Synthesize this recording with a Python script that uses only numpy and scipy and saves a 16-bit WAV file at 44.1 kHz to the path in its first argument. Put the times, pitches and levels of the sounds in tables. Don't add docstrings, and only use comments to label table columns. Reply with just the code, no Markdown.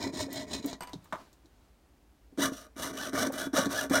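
import sys
import numpy as np
from scipy import signal
from scipy.fft import rfft, irfft
from scipy.io import wavfile

SR = 44100
rng = np.random.default_rng(int(sys.argv[2]) if len(sys.argv) > 2 else 0)


def wav_out(sig):
    wavfile.write(sys.argv[1], SR, np.round(np.clip(np.atleast_2d(sig).T, -1, 1) * 32767).astype(np.int16))


N = 176400
T = np.arange(N) / SR
HZ = np.maximum(np.fft.rfftfreq(16384, 1 / SR), 1)

# start_s, length_s, peak_share, base_tooth_hz, bench_db, plate_db, rasp_db, zip_db
STROKES = [ (-.02, 0.13, 0.47, 779, -32.5, -34, -37.5, -12.5),
           (0.119, 0.15, 0.49, 899.8, -32, -35, -34, -25),
           (0.289, .168, 0.54, 809.7, -35.5, -37, -38.5, -18),
           (0.465, 0.15, 0.53, 861.6, -35.5, -38.5, -36.5, -20),
           (0.613, 0.15, .5, 694, -39.5, -40, -42, -20), (2.372, 0.13, 0.4, 1010, -31.5, -31, -32.5, -9.5),
           (2.508, 0.17, 0.15, 700, -50.5, -45, -45.5, -34),
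           (2.758, 0.17, 0.46, 853, -35.5, -34.5, -36, -17),
           (2.926, 0.18, 0.58, 861, -38.5, -36, -36.5, -6), (3.122, .17, .47, 759.3, -29, -26, -30, -10.5),
           (3.315, 0.17, 0.54, 848.8, -34, -32, -36, -20), (3.527, .15, 0.36, 738, -31.5, -27.5, -31, -6.5),
           (3.683, 0.185, 0.56, 830.8, -34, -30, -31.5, -7),
           (3.895, 0.14, 0.45, 727.3, -28.5, -24.5, -28.5, -9)]
# centre_s, half_length_s, lift_db
DIGS = [(.035, .012, 4), (0.207, 0.015, 6.5), (0.376, 0.023, 2.5), (0.544, .012, 6), (2.430, .014, 6.5),
        (2.454, 0.0079, 6), (2.843, 0.034, 3.5), (3.071, 0.028, 3.5), (3.205, 0.023, 3),
        (3.579, 0.018, 6.5), (3.728, 0.013, 3), (3.966, 0.016, 5.5)]
ZIP_HARMONICS = [-4, 1.5, -12, 3, -2.5, -3.5]
# pitch_hz, width_hz, lift_db
BENCH_MODES = [(226, 14, 5.5), (270.2, 39, 12.5), (342, 15, 3.5), (452, 25, 14.5), (568, 105, -3),
               (608.4, 151, 17), (700, 26, 7.5)]
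# pitch_hz, width_hz, lift_db
FIRST_GRIP_MODES = [(980, 206, 17.5), (1838, 93, 9.5), (1948, 52, 13), (2212, 80, 14.5), (2440, 170, 18),
                    (2970, 500, 5.5), (3380, 130, 7), (3710, 160, 15), (4096, 200, 19), (4870, 120, 11.5),
                    (5440, 270, 9.5), (6200, 67, -3), (6980, 530, 8), (8450, 680, 9.5)]
SECOND_GRIP_MODES = [(763, 37.6, 2.93), (950, 111.6, 9.5), (1128, 33, 10.7), (1212, 88, 11.37),
                     (1437, 69, 7.98), (1534, 26, 7.2), (1748, 211, 10.1), (2020, 115, 7.9),
                     (2371, 180, 14), (2940, 126, 11), (3440, 39, 10.94), (3867, 220, 9.1), (4540, 240, 4),
                     (5350, 220, 6.9), (5835, 310, 8.1), (8360, 340, 5.6), (10120, 490, 7.5)]
# frequency_hz, level_db
FIRST_COLOUR = [(30, -30), (70, 14), (150, 8), (400, 11), (800, -10), (1300, -10), (2000, -4.5), (2650, -7),
                (4000, -10.5), (6500, -7), (8200, -14.5), (10300, -20), (11800, -19.5), (15500, -24)]
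SECOND_COLOUR = [(30, -16), (70, 11.5), (150, 11), (400, 15), (850, -6.5), (1400, 3.5), (1900, -3),
                 (2600, -1), (3300, -1), (4900, -6), (6200, 0), (7500, -7), (9500, -3.5), (10600, -15),
                 (13000, -4), (13700, -12), (15500, -16)]
# start_s, level_db, pitch_hz, swell_s
THUMPS = [(.066, -28.5, 331, 0.0024), (0.135, -35, 332, 0.0036), (.282, -41, 540, 0.004),
          (.596, -37.5, 220, 0.003), (.641, -30.5, 285.8, 0.0077), (.664, -34.5, 264, 0.005),
          (0.935, -36.5, 288, 0.0044), (0.954, -38.5, 153, 0.0038), (.983, -48.5, 109, .008),
          (1.445, -56, 320, 0.0059), (2.323, -48, 268, 0.0073), (2.381, -25.5, 300.3, 0.0069),
          (2.520, -30.5, 281, 0.0021), (3.132, -28.5, 280.9, 0.0087), (3.206, -26.5, 234, .008),
          (3.299, -31, 566, 0.0032), (3.470, -28, 292, .0018), (3.535, -23.5, 290.4, .004),
          (3.579, -20.5, 559.9, .006), (3.589, -23, 255, .004), (3.66, -22, 276, 0.0052),
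          (3.909, -19, 272, 0.0036)]
# start_s, level_db, tilt_db_per_octave
SNAGS = [(.0674, -55, -4), (.027, -42, 3), (0.329, -35.5, 20.5), (0.51, -42, -6), (.661, -37, 19),
         (0.73, -34.5, -4), (0.9331, -39.5, -2.5), (1.044, -57.5, 17), (1.33, -59.5, 10.5),
         (1.4581, -63.5, 3), (2.377, -55, -9), (2.424, -47, 1), (2.456, -37, -14), (3.3233, -40.5, 20),
         (3.657, -36, 5), (3.898, -41.5, 12)]
# frequency_hz, level_db
SNAG_COLOUR = [(200, -7), (1000, -4.5), (2600, -21.5), (3800, 6), (4800, -4), (6200, -3), (8500, -12.5),
               (10500, -21), (13000, -20), (16000, -30.5)]
# start_s, level_db
CLINKS = [(0.8071, -33.5), (.8224, -38), (0.8324, -38.5), (0.873, -42.5), (0.881, -47), (.893, -46.5)]
# pitch_hz, level_db, t60_s
CLINK_MODES = [(987, 6, 0.14), (1214, -9, 0.22), (1430, -9, 0.13), (1980, -4, 0.12), (2360, -11, 0.17),
               (2970, -1.5, 0.1), (3860, -16, 0.045), (4690, 8, 0.018), (6270, 1, 0.021), (8360, 7, 0.017),
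               (11800, -1, 0.049), (14700, -10, .035)]
# start_s, level_db
TAPS = [(1.057, -51.5), (1.1251, -28.5), (1.1285, -25.5), (1.141, -37), (1.149, -35), (1.156, -35.5),
        (1.203, -47)]
# frequency_hz, level_db
TAP_COLOUR = [(60, -59), (150, -5), (280, 1), (520, -11), (620, 5.5), (820, -5.5), (1000, 5.5),
              (1400, -5.5), (2100, -13.5), (2700, -23), (3600, -19.5), (4400, -30), (7000, -29),
              (15000, -44)]
# time_s, level_db
SLIDE_EFFORT = [(0.758, -78), (0.931, -57), (1.0, -67.5), (1.05, -60), (1.1, -62.5), (1.2, -54.5),
                (1.3, -64.5), (1.4, -74.5), (1.7, -68.5)]
# frequency_hz, level_db
SLIDE_COLOUR = [(60, 5), (150, 5.5), (400, 0), (1000, -0.5), (2600, -9.5), (4000, -9), (8000, -16.5),
                (15000, -24)]
# frequency_hz, level_db
AIR_COLOUR = [(20, -22), (35, -16), (55, 2.5), (90, -13), (190, -17), (300, -13), (450, -22.5), (700, -23),
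              (1100, -28), (3400, -35.5), (16000, -43.5)]


def saw():
    bench_top_hz, plate_top_hz, regrip_s = 462, 2483, 1.5
    speed, rate, (bench, plate, rasp, zip_gain) = stroke_motion()
    scrape, zip_tone = teeth(speed, rate)
    force = scrape + zip_gain * zip_tone
    bench_force = scrape + undb(10) * zip_gain * zip_tone
    flicker = undb(1.8 * walk(220))
    low, mid = below(bench_top_hz), below(plate_top_hz)
    drives = [(bench_force * bench * speed ** .083, low),
              (force * plate * speed ** .34, mid * (1 - low)),
              (force * rasp * speed ** .65 * flicker, 1 - mid)]
    out = np.zeros(N)
    starts = [row[0] for row in STROKES]
    for start, end in zip(starts, starts[1:] + [np.inf]):
        colour = FIRST_COLOUR if start < regrip_s else SECOND_COLOUR
        grip = FIRST_GRIP_MODES if start < regrip_s else SECOND_GRIP_MODES
        body = shape(colour, BENCH_MODES + shifted(grip))
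        span = (T >= start) & (T < start + .5)
        for drive, band in drives:
            out[span] += ring(drive[span] * (T[span] < end), body * band)
    return out


def stroke_motion():
    speed, rate, gains = np.zeros(N), np.zeros(N), np.zeros((4, N))
    for start, length, peak, tooth_hz, *levels_db in STROKES:
        times = start + length * np.array([0, peak, 1])
        swing = np.sin(np.pi * np.interp(T, times, [0, .5, 1]))
        now = (swing > speed) & (T < start + length)
        speed[now], rate[now] = swing[now], tooth_hz * swing[now]
        gains[:, now] = undb(levels_db)[:, None]
    return speed, rate, gains


def teeth(speed, rate):
    chips_per_s, surge_lag_s = 200, .014
    surge = np.exp(.16 * np.maximum(digging(T - surge_lag_s) - 2, 0))
    phase = np.cumsum(rate * surge * (1 + .022 * walk(200))) / SR
    phase = np.maximum.accumulate(phase + .03 * speed * walk(700))
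    bites = np.diff(np.floor(phase), prepend=0) * undb(3.5 * rng.standard_normal(N))
    bites = unit(bites * speed) * np.sqrt(np.mean(rate > 0))
    zip_tone = sum(undb(db + 4 * walk(90)) * np.cos(2 * np.pi * k * phase)
                   for k, db in enumerate(ZIP_HARMONICS, 1))
    grit = unit(np.exp(-(phase % 1) / .58)) * rng.standard_normal(N)
    breaks = rng.random(N) < speed * chips_per_s / SR
    chips = breaks * undb(12 + 2.5 * rng.standard_normal(N))
    pressure = undb(1.6 * walk(150))
    scrape = (undb(-3) * bites + grit + chips) * pressure
    dig = undb(digging(T)) / np.std(scrape[rate > 0])
    return dig * scrape, dig * pressure * unit(zip_tone) * rate / rate.max()


def digging(t):
    return sum(lift * np.exp(-((t - at) / half) ** 2) for at, half, lift in DIGS)


def shifted(modes):
    return [(hz * (1 + .011 * rng.standard_normal()), width, lift + 1.6 * rng.standard_normal())
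            for hz, width, lift in modes]


def thumps():
    out, t = np.zeros(N), T[:SR // 4]
    for start, db, hz, swell_s in THUMPS:
        swell = t / swell_s * np.exp(-t / swell_s)
        wood = undb(-16 * np.hypot(np.log2(HZ / hz), .5))
        scuff = ring(swell * rng.standard_normal(len(t)), wood)
        add(out, start, swell * np.sin(2 * np.pi * hz * t) + undb(-8.5) * scuff, db)
    return out


def snags():
    out = np.zeros(N)
    octaves = np.log2(np.maximum(HZ, 500) / 4000)
    for start, db, tilt in SNAGS:
        body = shape(SNAG_COLOUR) * undb(tilt * octaves)
        add(out, start, ring(contact(decay_s=.0083, scuff=1.6), body), db)
    return out


def clinks():
    out, t = np.zeros(N), T[:SR // 4]
    crack_colour = shape([(200, 0), (900, 3), (2500, -7), (8000, -18), (15000, -33)])
    for start, db in CLINKS:
        ringing = np.zeros(len(t))
        for hz, mode_db, t60 in CLINK_MODES:
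            gain = undb(mode_db + 4 * rng.standard_normal())
            pitch_hz = hz * (1 + .0056 * rng.standard_normal())
            ringing += gain * np.sin(2 * np.pi * pitch_hz * t) * undb(-60 * t / t60)
        crack = ring(rng.standard_normal(len(t)) * np.exp(-t / .014), crack_colour)
        add(out, start, ringing / 3 + crack, db)
    return out


def taps():
    out = np.zeros(N)
    body = shape(TAP_COLOUR, modes=[(746, 18, 3), (1250, 22, 2.1)])
    for start, db in TAPS:
        add(out, start, ring(contact(decay_s=.0063, scuff=2.2), body), db)
    return out


def slide():
    times, db = np.array(SLIDE_EFFORT).T
    moving = (T > times[0]) & (T < times[-1])
    effort = undb(np.interp(T, times, db) + .73 * walk(60.2)) * moving
    return ring(effort * rng.standard_normal(N), shape(SLIDE_COLOUR))


def workshop(direct):
    t, out, low = T[:SR // 2], direct, below(2110)
    for db, t60_s, band in ((-9, .22, low), (-12.5, .15, 1 - low)):
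        tail = rng.standard_normal(len(t)) * undb(-60 * t / t60_s) * (t > .004)
        tail = ring(tail / np.linalg.norm(tail), band) * np.sqrt(np.mean(band ** 2))
        out = out + undb(db) * signal.fftconvolve(direct, tail)[:N]
    return out


def room_tone():
    return unit(ring(rng.standard_normal(N), shape(AIR_COLOUR)))


def contact(decay_s, scuff):
    t = T[:SR // 4]
    push = scuff * rng.standard_normal(len(t)) * np.exp(-t / decay_s) * np.sqrt(2 / (decay_s * SR))
    push[0] += 1
    return push


def add(out, start, sound, db):
    i = int(start * SR)
    sound = sound[:N - i]
    out[i:i + len(sound)] += undb(db) * sound / np.sqrt(np.mean(sound[:SR // 100] ** 2))


def ring(x, gain):
    cepstrum = irfft(np.log(unit(gain) + 1e-6))
    half = len(cepstrum) // 2
    folded = np.r_[cepstrum[0], 2 * cepstrum[1:half], np.zeros(half)]
    response = irfft(np.exp(rfft(folded)))[:half]
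    return signal.fftconvolve(x, response)[:len(x)]


def shape(colour, modes=()):
    hz, db = np.array(colour, float).T
    broad = np.interp(np.log(HZ), np.log(hz), db)
    peaks = sum(lift / (1 + (2 * (HZ - f) / width) ** 2) for f, width, lift in modes)
    return undb(broad + peaks)


def below(hz):
    return 1 / (1 + (HZ / hz) ** 8)


def walk(per_s):
    steps = rng.standard_normal(N // 20)
    return unit(np.interp(T * per_s, np.arange(len(steps)), steps))


def undb(db):
    return 10 ** (np.asarray(db) / 20)


def unit(x):
    return x / np.sqrt(np.mean(x ** 2))


def scene():
    sawing = undb(-7) * saw() + undb(-4) * thumps() + undb(-3.5) * snags()
    handling = undb(-5.5) * clinks() + undb(-7) * taps() + undb(-2) * slide()
    return (workshop(sawing + handling) + undb(-61.5) * room_tone())[None]


def record(dry):
    return signal.sosfilt(signal.ellip(8, .2, 70, 15800, fs=SR, output="sos"), dry)


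dry = scene()
out = record(dry)
wav_out(out)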